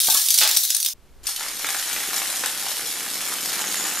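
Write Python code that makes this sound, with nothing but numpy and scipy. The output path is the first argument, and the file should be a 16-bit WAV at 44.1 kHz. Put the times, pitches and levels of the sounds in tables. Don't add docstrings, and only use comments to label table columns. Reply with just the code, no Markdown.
import sys
import numpy as np
from scipy import signal
from scipy.fft import rfft, irfft
from scipy.io import wavfile

SR = 44100
rng = np.random.default_rng(int(sys.argv[2]) if len(sys.argv) > 2 else 0)


def pcm_store(signal):
    levels = np.round(np.clip(np.atleast_2d(signal), -1, 1) * 32767)
    wavfile.write(sys.argv[1], SR, levels.astype(np.int16).T)


N = 176400
CUT_S = 0.935


# f/Hz, level/dB
STICK_MODES = [(760, -9), (2050, -9.5), (3300, -2.5), (4100, 2), (4900, -2), (6100, -3.5), (7400, 4),
               (9100, 0), (10800, -0.5), (12400, -3.5), (14000, 3.5)]

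def sticks(typical_t60, crack_db, count=96, size=2048):
    pitch_spread, crack_decay_s = .11, .00068
    t = np.arange(size) / SR
    hz, db = np.array(STICK_MODES).T
    handful = []
    for _ in range(count):
        detuning = rng.standard_normal() + .5 * rng.standard_normal(len(hz))
        mode_hz = hz * np.exp(pitch_spread * detuning)
        weight = undb(db) * rng.standard_normal(len(hz)) * (mode_hz < SR / 2)
        t60 = typical_t60 * np.exp(.5 * rng.standard_normal())
        ring = weight @ np.sin(2 * np.pi * mode_hz[:, None] * t) * fade(t, t60)
        crack = rng.standard_normal(size) * np.exp(-t / crack_decay_s)
        handful.append(burst(burst(ring) + undb(crack_db) * burst(crack)))
    return np.array(handful)


def clatter(handful, start, end, range_db, count):
    out = np.zeros((2, N))
    for k, (jitter, which, softness) in enumerate(rng.random((count, 3))):
        onset = start + (end - start) * (k + 2 * jitter) / (count + 1)
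        stick = handful[int(which * len(handful))]
        add(out, onset, stick * undb(-range_db * np.sqrt(softness)))
    return out / np.sqrt(np.sum(out[0] ** 2) / ((end - start) * SR))


def strikes(handful, table, contacts=5):
    out = np.zeros((2, N))
    for start, db, chatter_s in table:
        hit = np.zeros(SR // 8)
        for k, (jitter, which) in enumerate(rng.random((contacts, 2))):
            i = int(np.clip(chatter_s * (k - jitter) / (contacts - 1), 0, .05) * SR)
            hit[i:i + handful.shape[1]] += .78 ** k * handful[int(which * len(handful))]
        add(out, start, undb(db) * burst(hit))
    return out


# t/s, snapping level/dB, landing level/dB
CHAIN_LEVELS = [(1.23, -44, -55), (1.28, -29, -44), (1.34, -36, -54), (1.41, -29.5, -34.5),
                (1.54, -33, -42.5), (1.67, -27, -37), (3.03, -29.5, -39.5), (4.0, -28, -33)]
# t/s, level/dB
BOOM_LEVEL = [(1.23, -63), (1.49, -50.5), (4.0, -41)]
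# t/s, level/dB, chatter length/s
SHARP_SNAPS = [(1.269, -21, .010), (1.292, -26.5, 0.0041), (1.362, -24, 0.005), (1.429, -28, .005),
               (2.139, -31, 0.0013), (2.163, -21.5, 0.0066), (2.299, -32, .004), (2.460, -21.5, .001),
               (3.435, -29.5, 0.0047), (3.459, -26, 0.0025), (3.606, -37, .006), (3.867, -27, 0.0047),
               (3.893, -38, .004)]
FLAT_SLAPS = [(1.409, -29.5, 0.0035), (1.645, -23, 0.0042), (1.688, -24.5, 0.0036), (1.747, -22.5, 0.0015),
              (1.963, -26.5, 0.0084), (2.132, -27, .002), (2.218, -24, 0.0027), (2.438, -21.5, 0.0081),
              (2.665, -27.5, 0.0031), (2.765, -34, 0.0042), (3.064, -32, 0.00216), (3.537, -26, 0.0024),
              (3.641, -27, 0.0018), (3.744, -28, .002), (3.925, -37, 0.0019)]
# f/Hz, level/dB
SNAP_RESPONSE = [(300, -25), (1500, -6.5), (3000, -1.5), (3900, -1.5), (5200, 0), (8000, -1), (10000, 0),
                 (12000, -1.5), (14000, -4)]
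BOARD_RESPONSE = [(100, -34.5), (400, -9), (800, -2), (1500, 2), (2500, -1), (4000, -11.5), (7000, -14),
                  (14000, -33)]
BOOM_RESPONSE = [(60, -25), (105, -9.5), (140, -3), (200, 1), (350, 3), (520, 2), (900, -17.5), (4000, -50)]

def chain(handful):
    span = CHAIN_LEVELS[0][0], N / SR
    snaps = clatter(handful, *span, range_db=20.5, count=1700) * curve(CHAIN_LEVELS) * undb(.5)
    snaps += strikes(handful, SHARP_SNAPS)
    falls = clatter(handful, *span, range_db=18.5, count=800) * curve(CHAIN_LEVELS, column=2) * undb(2.5)
    falls += strikes(handful, FLAT_SLAPS)
    boom = clatter(handful, *span, range_db=17, count=500) * curve(BOOM_LEVEL) * undb(1)
    return colour(snaps, SNAP_RESPONSE) + colour(falls, BOARD_RESPONSE) + colour(boom, BOOM_RESPONSE)


# t/s, level/dB, chatter length/s
CLOSE_LANDINGS = [(.003, -15, .016), (.044, -28, .005), (.0725, -14.5, .004), (.100, -11, .010),
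                  (.123, -13.5, .005), (.1455, -11, .007), (.166, -18, .008), (.173, -13, .008),
                  (.186, -30, .005), (.263, -16.5, .003), (.286, -13, .004), (.305, -10, .008),
                  (.342, -10, .008), (.378, -11, .008), (.386, -9, .011), (.408, -12.5, .010),
                  (.434, -13.5, .005), (.475, -14, .002), (.490, -16.5, .006), (.513, -14, .002),
                  (.549, -22.5, .004), (.565, -14.5, .002), (.570, -8, .004), (.576, -20, .005),
                  (.635, -16, .009), (.650, -18.5, .005), (.7035, -12.5, .004), (.7475, -14.5, .004),
                  (.766, -16, .004), (.801, -18, .006), (.828, -17, .005), (.848, -17.5, .003),
                  (.861, -14, .006), (.886, -21.5, .002)]
# t/s, level/dB
SHOWER_LEVEL = [(0.0, -16.5), (0.738, -24.5), (0.93, -49)]
# f/Hz, level/dB
SHOWER_RESPONSE = [(150, -44.5), (400, -26.5), (1000, -20.5), (2000, -11.5), (2900, -7), (3800, -3.5),
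                   (6000, -0.5), (7600, -5), (9200, -1), (13500, -2), (15500, -6)]

def shower():
    handful = sticks(typical_t60=.035, crack_db=-.5)
    light = clatter(handful, 0, CUT_S, range_db=11.5, count=520) * curve(SHOWER_LEVEL)
    strong = strikes(handful, CLOSE_LANDINGS)
    return colour((light + strong) * undb(-3.5), SHOWER_RESPONSE)


# f/Hz, level/dB
CRASH_RESPONSE = [(100, -31), (300, -12), (700, -2.5), (1400, 1.5), (2600, 3), (4300, 4.5), (6500, -0.5),
                  (9000, -18.5), (15000, -31)]

def crash(handful, start=.411):
    t = np.arange(N) / SR - start
    settling = (t > 0) * fade(np.abs(t), t60=.4) * undb(-15)
    impacts = clatter(handful, start, start + .17, range_db=2.5, count=170)
    return colour(impacts * settling, CRASH_RESPONSE)


# t/s, level/dB, frequency ratio
HOLLOW_KNOCKS = [(.085, -23, 1), (0.1507, -26.5, 1.45)]
# f/Hz, level/dB, T60/s
HOLLOW_MODES = [(400, -22, .1), (762, 2.5, 0.13), (892, 4, 0.082), (1174, -1, 0.12), (1540, 0, 0.061)]

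def knocks():
    out, t = np.zeros((2, N)), np.arange(SR // 4) / SR
    for start, db, ratio in HOLLOW_KNOCKS:
        ring = sum(undb(mode_db) * np.sin(2 * np.pi * hz * ratio * t) * fade(t, t60)
                   for hz, mode_db, t60 in HOLLOW_MODES)
        add(out, start, undb(db) * burst(ring))
    return out


# t/s, level/dB, centre f/Hz
PIECE_CLINKS = [(3.606, -28, 6650), (3.672, -25, 6600), (3.700, -37, 6900), (3.742, -38, 6650),
                (3.771, -26.5, 7050), (3.798, -26.5, 6950), (3.826, -29, 7000), (3.850, -29, 6800),
                (3.867, -30, 8000), (3.894, -29, 7050), (3.961, -31, 7050), (3.985, -27, 7000)]

def clinks(modes=4, spread=.021):
    out, t = np.zeros((2, N)), np.arange(SR // 6) / SR
    for start, db, hz in PIECE_CLINKS:
        mode_hz = hz * (1 + spread * rng.standard_normal((modes, 1)))
        ring = np.sin(2 * np.pi * mode_hz * t).sum(axis=0) * fade(t, t60=.083)
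        add(out, start, undb(db) * burst(ring))
    return out


def room(x, t60, wet_db):
    t = np.arange(SR // 2) / SR
    build_up = 1 - np.exp(-t / .004)
    tail = rng.standard_normal((2, len(t))) * fade(t, t60) * build_up
    tail *= undb(wet_db) / np.sqrt(np.sum(tail[0] ** 2))
    diffuse = signal.fftconvolve(x[:1], tail, axes=1)[:, :N]
    return (x + diffuse) / np.sqrt(1 + undb(wet_db) ** 2)


# f/Hz, level/dB
AIR_SPECTRUM = [(20, 3), (58, -0.5), (100, -12.5), (200, -14), (400, -17), (1000, -23.5), (4000, -30.5),
                (14000, -36.5)]
# t/s, level/dB
AIR_LEVEL = [(.935, -52), (1.2, -49.5), (1.24, -45), (1.32, -58), (2, -58.5), (4, -64)]

def air():
    return colour(rng.standard_normal((2, N)), AIR_SPECTRUM) * curve(AIR_LEVEL)


def undb(db):
    return 10 ** (np.asarray(db) / 20)


def fade(t, t60):
    return np.exp(-np.log(1000) * t / max(t60, 1e-3))


def curve(table, column=1):
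    table = np.array(table)
    return undb(np.interp(np.arange(N) / SR, table[:, 0], table[:, column], left=-200))


def burst(x):
    return x * np.sqrt(SR / 100 / np.sum(x ** 2))


def add(out, start, sound):
    i = int(np.clip(start * SR, 0, N - 1))
    part = sound[:N - i]
    side_gain = np.sqrt(3) * rng.uniform(-.73, 1)
    out[:, i:i + len(part)] += np.array([[1], [side_gain]]) * part


def colour(x, points, keep_power=True, size=4096):
    hz, db = np.array(points).T
    bin_hz = np.arange(size // 2 + 1) * SR / size
    gain = undb(np.interp(np.log(bin_hz + 1), np.log(hz), db))
    if keep_power:
        gain /= np.sqrt(np.mean(gain ** 2))
    cepstrum = irfft(np.log(gain))
    cepstrum[1:size // 2] *= 2
    cepstrum[size // 2 + 1:] = 0
    taps = irfft(np.exp(rfft(cepstrum)))
    return signal.fftconvolve(np.atleast_2d(x), taps[None], axes=1)[:, :N]


def lowpass(x, hz):
    return signal.sosfilt(signal.ellip(12, .2, 80, hz, fs=SR, output="sos"), x)


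# f/Hz, level/dB
SIDE_RESPONSE = [(50, -2), (250, -34), (1000, -22.5), (2000, -21), (4000, -10), (8000, -4), (13000, -6)]

def scene():
    handful = sticks(typical_t60=.036, crack_db=2)
    close = room(shower() + knocks() + crash(handful), t60=.33, wet_db=-4)
    background = air()
    living_room = room(chain(handful) + clinks(), t60=.39, wet_db=-1)
    living_room = lowpass(living_room + background, hz=14250)
    mid, side = np.where(np.arange(N) / SR < CUT_S, close, living_room)
    return mid + np.array([[1], [-1]]) * colour(side, SIDE_RESPONSE, keep_power=False)


def record(dry):
    return lowpass(np.clip(dry, -1, 1), hz=15700)


dry = scene()
out = record(dry)
pcm_store(out)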